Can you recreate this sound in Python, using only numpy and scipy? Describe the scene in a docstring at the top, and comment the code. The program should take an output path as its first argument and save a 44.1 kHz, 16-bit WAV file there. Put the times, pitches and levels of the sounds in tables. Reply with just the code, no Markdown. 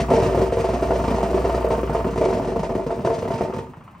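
"""Plate compactor, throttle closed

A diesel plate compactor hammers paving beside a stone wall, a few metres from a phone with two ports.
Its spinning weight hums as a sine; the steel plate slaps unevenly, ringing decaying modes.
Filtered noise bursts give each blow its clatter, grit and thud. The throttle is closed: the weight
slows, the plate settles, and the single cylinder is left idling in knocks, exhaust thumps and hiss.
"""
import sys
import numpy as np
from scipy import signal
from scipy.fft import rfft, irfft
from scipy.io import wavfile
from scipy.ndimage import uniform_filter1d

SR = 44100
rng = np.random.default_rng(int(sys.argv[2]) if len(sys.argv) > 2 else 0)


def pcm_store(signal):
    """Save signal as 16-bit PCM."""
    levels = np.round(np.clip(np.atleast_2d(signal), -1, 1) * 32767)
    wavfile.write(sys.argv[1], SR, levels.astype(np.int16).T)


N = 176400  # samples, four seconds

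# Far traffic. Each row: frequency in Hz, relative level in dB.
STREET_SPECTRUM = [(20, -31), (40, -12.5), (150, -2.5), (400, -20.5), (1030, -15.5), (1500, -27),
                   (2600, -29), (3600, -40.5), (15000, -58)]
# Engine. Each row: time in seconds, firings per second in Hz, level in dB.
ENGINE_COURSE = [(0, 24, -36.5), (1.9, 24, -35), (2.6, 18, -46.5), (3.3, 14.6, -38.5), (3.6, 14.2, -45.5),
                 (4, 14.1, -50.5)]
# Exhaust thump. Each row: frequency in Hz, relative level in dB.
EXHAUST_SPECTRUM = [(30, -6), (70, 6), (143, 2), (220, 0), (400, -25), (1000, -19.5), (4000, -50)]
# Gas jet at the exhaust. Each row: frequency in Hz, relative level in dB.
HISS_SPECTRUM = [(1000, -12), (2500, 0), (5000, -7), (10000, -5), (16000, -10)]
# Knock of the engine block. Each row: frequency in Hz, relative level in dB.
KNOCK_SPECTRUM = [(500, -35.5), (900, 1), (1150, 3), (1450, -6), (2200, -15.5), (3000, -14.5), (4000, -41)]
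# Spinning weight. Each row: time in seconds, turns per second in Hz, hum level in dB.
WEIGHT_COURSE = [(0, 58.78, -28), (1.2, 58.71, -29), (1.35, 60.1, -26.5), (1.75, 59.14, -28),
                 (2.03, 58.42, -29), (2.25, 54.22, -36.5), (2.6, 50.94, -35.5), (2.9, 46.86, -39),
                 (3.3, 35.02, -65), (3.7, 28.06, -75), (4, 24, -72)]
# Running chatter between the hard slaps, before the chatter gains.
# Each row: time in seconds, ring level in dB, grit level in dB, thud level in dB.
CHATTER_COURSE = [(0.0, -10.5, -30, -19), (0.02, -26.5, -65, -24.5), (0.07, -36, -54, -28.5),
                  (0.109, -10.5, -39, -19), (0.149, -17, -35.5, -22.5), (0.18, -14, -37, -22),
                  (0.26, -14.5, -36, -18.5), (0.32, -22, -42.5, -30), (0.41, -10.5, -37, -17.5),
                  (0.49, -29, -50, -34.5), (0.6, -18, -36.5, -24.5), (0.66, -22.5, -42, -47),
                  (0.7, -17.5, -42, -23), (0.78, -25, -44, -27.5), (0.94, -18.5, -41.5, -25.5),
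                  (1.04, -25, -41, -24.5), (1.08, -18.5, -41, -26), (1.56, -19, -44.5, -28),
                  (1.699, -25, -51, -31), (1.719, -13, -41, -26), (1.82, -38, -52, -34),
                  (1.91, -25, -50.5, -25), (1.98, -18.5, -40.5, -41), (2.0, -25.5, -52, -23),
                  (2.06, -19.5, -50, -26.5), (2.13, -38.5, -47, -30), (2.218, -12.5, -37.5, -27),
                  (2.31, -17.5, -41, -23), (2.54, -22.5, -46.5, -29.5), (2.57, -15, -49, -23),
                  (2.6, -24, -47, -20.5), (2.66, -22, -47.5, -35), (2.76, -20.5, -45.5, -29),
                  (2.81, -26, -52.5, -30.5), (2.9, -22, -47, -34), (2.99, -28.5, -56, -25.5),
                  (3.07, -15, -40, -26), (3.26, -26, -49, -26.5), (3.31, -20.5, -44, -24),
                  (3.39, -22.5, -43, -28.5), (3.41, -20, -40.5, -19.5), (3.5, -23, -52, -26.5),
                  (3.56, -21.5, -43, -24), (3.72, -49, -80.5, -34)]
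# Hard slaps, before the slap gains. Each row: time in seconds, peak in dB, lowest modes in dB
# against the peak, second low modes in dB against the peak, grit in dB, thud in dB.
HARD_SLAPS = [(0.086, -13, -21, -10.5, -43, -23.5), (0.102, -8.5, -16, -15, -32, -16),
              (0.115, -6, -15, -7.5, -36, -19.5), (0.135, -7.5, -23, -7, -33, -18.5),
              (0.224, -10.5, -12.5, -16, -33, -20.5), (0.346, -7.5, -8.5, -14, -37, -23),
              (0.413, -9.5, -7, -20, -34, -17), (0.523, -13.5, -7, 0.5, -36, -28.5),
              (0.57, -15, -7, 0.5, -45, -24), (0.642, -11, -12.5, -12, -38, -34),
              (0.687, -11.5, -19, -8, -38, -19.5), (0.735, -13, -5.5, -9.5, -34, -24.5),
              (0.823, -15.5, -1, -6, -36.5, -21), (0.886, -13, -13.5, -8, -42, -31),
              (0.905, -7.5, -12, -12, -38, -27), (0.987, -20, -12, -10, -40, -21.5),
              (1.04, -20.5, -10, -15, -35.5, -24.5), (1.077, -15.5, -16, -7, -34.5, -19),
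              (1.105, -12.5, -16, -13, -34, -20), (1.142, -14.5, -13, -6, -36.5, -19.5),
              (1.228, -11.5, -10.5, -17, -34, -21), (1.286, -16.5, -6.5, -8, -43, -25.5),
              (1.344, -14.5, -0.5, -11.5, -36, -26.5), (1.443, -12.5, -6, -11, -43, -25),
              (1.494, -9.5, -8.5, -15, -36, -32), (1.545, -13, -7, -16, -34.5, -25),
              (1.644, -11, -15.5, -4, -40, -28.5), (1.703, -13, -13.5, -0.5, -36, -23.5),
              (1.778, -17.5, -7.5, -2, -41.5, -18), (1.831, -23, 3, 4, -44.5, -25.5),
              (1.895, -13, -17, -6.5, -43, -23), (1.929, -12.5, -19, -11, -40, -26.5),
              (1.948, -8, -14, -12, -38, -26), (2.046, -17.5, -2.5, -14, -43, -18.5),
              (2.067, -15, -11, -20, -44, -23.5), (2.158, -18, -4, -16, -42, -31.5),
              (2.175, -14.5, -6, -4, -35, -23.5), (2.212, -6, -16.5, -7.5, -37, -25),
              (2.285, -15, -10, -11.5, -39, -32), (2.304, -14, -9.5, -5, -38, -28.5),
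              (2.327, -11.5, -12, -9, -37, -29), (2.472, -22.5, -12, -6.5, -38.5, -28),
              (2.56, -11, -15.5, -14, -44, -21.5), (2.591, -18.5, -15, -13, -38, -22),
              (2.63, -10.5, -18, -14, -35.5, -32), (2.693, -15.5, -11.5, -11, -45, -22.5),
              (2.751, -13.5, -8.5, -6, -40.5, -21), (2.864, -20.5, -13, 0.5, -41, -23),
              (2.904, -14, -31, -8.5, -46, -28), (3.047, -8.5, -11, -20, -34.5, -23.5),
              (3.096, -21, -14.5, -3, -41, -26.5), (3.184, -26, -22, -1, -36.5, -24.5),
              (3.222, -15.5, -20, -2.5, -42, -33), (3.276, -17, -18, -8, -41.5, -26.5),
              (3.304, -12.5, -9, -18, -41, -26), (3.336, -16.5, -18, -16, -38, -22.5),
              (3.409, -8.5, -13.5, -14, -44, -25), (3.536, -24.5, -14, -7, -40.5, -29),
              (3.563, -19, -23, -9, -45, -25.5), (3.768, -34.5, -28, -22, -61.5, -34.5)]
# Plate and frame modes. 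Each row: frequency in Hz, relative level in dB, 60 dB decay in seconds.
PLATE_MODES = [(379, 0, .19), (461, -4, .21), (670, -1, .16), (262, -15, .08), (340, -16, .08),
               (510, -12, .08), (606, -7, .1), (903, -10, .09), (985, -12, .06), (1193, -19, .06),
               (1420, -24, .05), (1870, -29, .04)]
# Where the plate bears decides which modes sound.
# Each row: time in seconds, middle modes in dB, top modes in dB.
BEARING_COURSE = [(0, 0, 1), (.95, 2, -0.5), (1.08, -0.5, 8), (1.25, -0.5, 0.5), (3.4, 0, 1), (3.52, -8, 6),
                  (3.7, -13, 7)]
# Broad clatter of a blow. Each row: frequency in Hz, relative level in dB.
CLATTER_SPECTRUM = [(150, -26.5), (300, -10.5), (600, 4), (800, -7.5), (1050, -8), (1600, -20.5),
                    (2100, -21), (2800, -34), (3700, -52.5), (6000, -59.5)]
# Thud of a blow. Each row: frequency in Hz, relative level in dB.
THUD_SPECTRUM = [(40, -25.5), (70, -6.5), (95, -2.5), (150, -1), (200, -1), (260, -3), (400, -19.5),
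                 (800, -54.5)]
# Grit under the plate. Each row: frequency in Hz, relative level in dB.
GRIT_SPECTRUM = [(1200, 0), (2200, 5), (3000, 1), (3800, -5.5), (5000, -2.5), (7000, -9.5), (10000, -14.5),
                 (16000, -47)]
# Unlike part at the two microphone ports. Each row: frequency in Hz, gain in dB.
PORT_UNLIKE = [(50, -39.5), (120, -21.5), (350, -14.5), (700, -17.5), (1400, -3.5), (3000, -12), (5500, -9),
               (8000, -1), (10500, -26), (12500, 1), (14000, -17)]
# Phase by which the right port leads. Each row: frequency in Hz, lead in radians.
PORT_LEAD = [(0, 0), (2300, -.2), (3100, -1.1), (5500, -.1), (7000, -1.2), (8400, 0), (11300, 3.14),
             (14100, 6.28), (22050, 6.4)]

# Street, yard and phone
STREET_DB = -45.5
YARD_T60_S, YARD_DB = 0.38, -8
DRIFT_HZ = 1.3  # the creeping machine keeps changing what reaches each port
TOP_HZ = 15830

# Engine
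LAST_FIRING_S = 3.947
EXHAUST_S, EXHAUST_LATE = 0.07, 0.45  # decay; share of the cycle after the firing
KNOCK_DB, KNOCK_S = -3, 0.014
HISS_DB, HISS_S = -19, 0.018

# Plate blows: decays in seconds, gains in dB
EDGES, SETTLED_S = 2, 3.71  # front and rear edge touch once a turn; the plate then rests
JITTER, SCATTER_DB = 0.2494, 3.5  # spread of timing (share of the gap) and of size
AIRBORNE_S, AIRBORNE_DB = 0.022, -6  # before a hard slap the plate hops clear
STRIKE_S, CONTACT_S = 0.001464, 0.0046  # a blow is a short scrape; time the grit takes to swell
GROUPS_HZ = (420, 550, 800)  # edges of lowest, second, middle, top modes
CHATTER_SPOT_DB, SLAP_SPOT_DB = 4.5, 1  # mode spread by striking spot; a flat slap has less
WANDER, WANDER_S = 0.005, 0.04  # pitch wander of the loaded plate: share, hold time
CLATTER_DB, CLATTER_S = -4, 0.0071
THUD_S, GRIT_S = 0.011, 0.013
GRIT_RATE_HZ, GRAIN_DB = 720, 2.5  # specks per second; spread of their size
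CHATTER_RING_DB, CHATTER_GRIT_DB, CHATTER_THUD_DB = -7, 1.5, -2
SLAP_RING_DB, SLAP_LOW_DB, SLAP_GRIT_DB, SLAP_THUD_DB = -5.5, 10.5, 1, 3.5


def undb(db):
    """dB to gain."""
    return 10 ** (np.asarray(db) / 20)


def curve(table, axis):
    """One column of a time table, sample by sample."""
    rows = np.array(table)
    return np.interp(np.arange(N) / SR, rows[:, 0], rows[:, axis])


def spectrum_gain(points, hz):
    """Gain through (Hz, dB) points, straight over log frequency."""
    rows = np.array(points)
    return undb(np.interp(np.log(hz), np.log(rows[:, 0]), rows[:, 1]))


def unit(x):
    """Scale to rms 1."""
    return x / np.sqrt(np.mean(x ** 2))


def colour(x, points, size=4096):
    """Causal minimum-phase filter through (Hz, dB) points; white noise keeps its rms."""
    hz = np.arange(size // 2 + 1) * SR / size + 1
    cepstrum = irfft(np.log(spectrum_gain(points, hz)))
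    # Folding the cepstrum forward makes the filter causal
    cepstrum[1:size // 2] *= 2
    cepstrum[size // 2 + 1:] = 0
    response = irfft(np.exp(rfft(cepstrum)))
    response = response / np.sqrt(np.sum(response ** 2))
    return signal.fftconvolve(x, response)[:N]


def train(times, gains):
    """Impulses at the given times."""
    return np.bincount(np.clip((times * SR).astype(int), 0, N - 1), gains, N)


def bursts(times, gains, decay_s, rise_s=0.00029):
    """Noise that swells at each blow and dies away."""
    power = signal.lfilter([1], [1, -np.exp(-2 / (decay_s * SR))], train(times, gains ** 2))
    keep = np.exp(-1 / (rise_s * SR))
    swell = np.sqrt(signal.lfilter([1 - keep], [1, -keep], power))
    return swell * rng.standard_normal(N)


def cycles(hz, offset):
    """Times at which a cycle completes."""
    turns = np.cumsum(hz) / SR + offset
    return np.flatnonzero(np.diff(np.floor(turns))) / SR


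def tail(t60):
    """A dying noise response of unit energy."""
    size = int(0.4 * SR)
    response = rng.standard_normal(size) * undb(-60 * np.arange(size) / SR / t60)
    return response / np.sqrt(np.sum(response ** 2))


def street():
    """Far traffic blurs into steady coloured noise."""
    return undb(STREET_DB) * colour(rng.standard_normal(N), STREET_SPECTRUM)


def yard(dry):
    """Reflections in the yard follow the machine as a dense dying tail."""
    return undb(YARD_DB) * signal.fftconvolve(dry, tail(YARD_T60_S))[:N]


def engine():
    """Each firing knocks the block; the exhaust thumps and hisses later in the cycle."""
    hz = curve(ENGINE_COURSE, axis=1)
    # Phase that puts a firing at LAST_FIRING_S
    start = -np.sum(hz[:int(LAST_FIRING_S * SR)]) / SR
    fired = cycles(hz, start)
    puffed = cycles(hz, start - EXHAUST_LATE)
    knock_size = undb(2.2 * rng.standard_normal(len(fired)))
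    puff_size = undb(2.2 * rng.standard_normal(len(puffed)))
    knock = unit(colour(bursts(fired, knock_size, KNOCK_S, 0.00059), KNOCK_SPECTRUM))
    puff = unit(colour(bursts(puffed, puff_size, EXHAUST_S), EXHAUST_SPECTRUM))
    hiss = unit(colour(bursts(puffed, puff_size, HISS_S, 0.0033), HISS_SPECTRUM))
    mix = puff + undb(KNOCK_DB) * knock + undb(HISS_DB) * hiss
    return mix * undb(curve(ENGINE_COURSE, axis=2))


def hum():
    """The weight shakes the whole machine once a turn."""
    phase = 2 * np.pi * np.cumsum(curve(WEIGHT_COURSE, axis=1)) / SR
    return np.sqrt(2) * undb(curve(WEIGHT_COURSE, axis=2)) * np.sin(phase)


def ring(times, gains, spot_db, low_db, flat):
    """Every blow rings the modes with its own weights; the load on the plate bends their pitch."""
    shape = (len(times), len(PLATE_MODES))
    spot = np.clip(rng.standard_normal(shape), -1.6, 1.6)
    scrape = np.clip(rng.standard_normal(shape), -1.6, 1.6)
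    at, middle_db, top_db = np.array(BEARING_COURSE).T
    group_db = [*low_db, np.interp(times, at, middle_db), np.interp(times, at, top_db)]
    hold = int(WANDER_S * SR)
    out = np.zeros(N)
    for k, (hz, db, t60) in enumerate(PLATE_MODES):
        steps = np.repeat(rng.standard_normal(N // hold + 1), hold)
        bend = uniform_filter1d(steps, hold)[:N]
        turn = np.exp(2j * np.pi * hz * np.cumsum(1 + WANDER * bend) / SR)
        weight = undb(db + spot_db * spot[:, k] + group_db[np.searchsorted(GROUPS_HZ, hz)])
        # A flat slap drives all modes the same way
        sign = 1 if flat else np.sign(scrape[:, k])
        kicks = train(times + STRIKE_S * np.abs(scrape[:, k]), gains * weight * sign)
        # Decay in the mode's own rotating frame, then turn back to its pitch
        keep = np.exp(-np.log(1000) / (t60 * SR))
        out += (turn * signal.lfilter([1], [1, -keep], kicks / turn)).imag
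    return out


def grit(times, level_db):
    """Grit crushed at each blow crackles: noise bursts roughened by random specks."""
    specks = rng.random((int(GRIT_RATE_HZ * N / SR), 2))
    speck_size = undb(-GRAIN_DB * np.log(specks[:, 1]))
    grain = 1 + 3 * uniform_filter1d(train(specks[:, 0] * N / SR, speck_size), size=12)
    crush = bursts(times, undb(level_db), GRIT_S, CONTACT_S)
    return colour(crush * unit(grain), GRIT_SPECTRUM)


def blows(times, ring_db, low_db, grit_db, thud_db, flat):
    """Each plate blow is a steel ring, a broad clatter, grit and a thud in the ground."""
    steel = ring(times, undb(ring_db), SLAP_SPOT_DB if flat else CHATTER_SPOT_DB, low_db, flat)
    rattle = bursts(times, undb(ring_db + CLATTER_DB), CLATTER_S, STRIKE_S)
    clatter = colour(rattle, CLATTER_SPECTRUM)
    thud = colour(bursts(times, undb(thud_db), THUD_S), THUD_SPECTRUM)
    return steel + clatter + grit(times, grit_db) + thud


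def chatter():
    """Each edge of the plate strikes once a turn, unevenly, until the plate rests."""
    hz = EDGES * curve(WEIGHT_COURSE, axis=1)
    times = np.r_[0, cycles(hz, 0)]
    times = times[times < SETTLED_S]
    chance = np.clip(rng.standard_normal((len(times), 4)), -2, 2)
    times = times + JITTER * chance[:, 0] / hz[(times * SR).astype(int)]
    # Chatter drops while the plate is in the air before a hard slap
    wait = np.array(HARD_SLAPS)[:, 0][None] - times[:, None]
    hop_db = AIRBORNE_DB * np.any((wait > 0) & (wait < AIRBORNE_S), axis=1)
    at, *levels = np.array(CHATTER_COURSE).T
    ring_db, grit_db, thud_db = [np.interp(times, at, level) + hop_db + SCATTER_DB * chance[:, k + 1]
                                 for k, level in enumerate(levels)]
    return blows(times, ring_db + CHATTER_RING_DB, (0, 0), grit_db + CHATTER_GRIT_DB,
                 thud_db + CHATTER_THUD_DB, flat=False)


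def hard_slaps():
    """The plate lands flat and hard, with its own share of low modes at each slap."""
    at, peak_db, lowest_db, second_db, grit_db, thud_db = np.array(HARD_SLAPS).T
    low_db = (lowest_db + SLAP_LOW_DB, second_db + SLAP_LOW_DB)
    return blows(at, peak_db + SLAP_RING_DB, low_db, grit_db + SLAP_GRIT_DB,
                 thud_db + SLAP_THUD_DB, flat=True)


def ports(near):
    """Two close microphone ports share the sound but differ in phase and in a drifting part."""
    hz = np.arange(N // 2 + 1) * SR / N
    half_lead = np.exp(0.5j * np.interp(hz, *np.array(PORT_LEAD).T))
    drift = 2 * np.pi * DRIFT_HZ * np.arange(N) / SR
    # Two unrelated tails trade places as the drift goes round
    first = signal.fftconvolve(near, tail(0.21))[:N] * np.sin(drift)
    second = signal.fftconvolve(near, tail(0.21))[:N] * np.cos(drift)
    side = rfft(first + second) * spectrum_gain(PORT_UNLIKE, hz + 1)
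    shared = rfft(near)
    left = irfft(shared / half_lead + side, N)
    right = irfft(shared * half_lead - side, N)
    return np.array([left, right])


def scene():
    """Street, yard tail and machine, heard nearly alike at the two ports."""
    machine = engine() + chatter() + hard_slaps()
    return ports(street() + yard(machine) + hum() + machine)


def record(dry):
    """The phone cuts the deep bass, rounds the loudest peaks and cuts the top."""
    bass_cut = signal.butter(4, 42, "high", fs=SR, output="sos")
    top_cut = signal.ellip(12, 0.2, 90, TOP_HZ, fs=SR, output="sos")
    rounded = np.tanh(0.83 * signal.sosfilt(bass_cut, dry)) / 0.97
    return signal.sosfilt(top_cut, rounded)


dry = scene()
out = record(dry)
pcm_store(out)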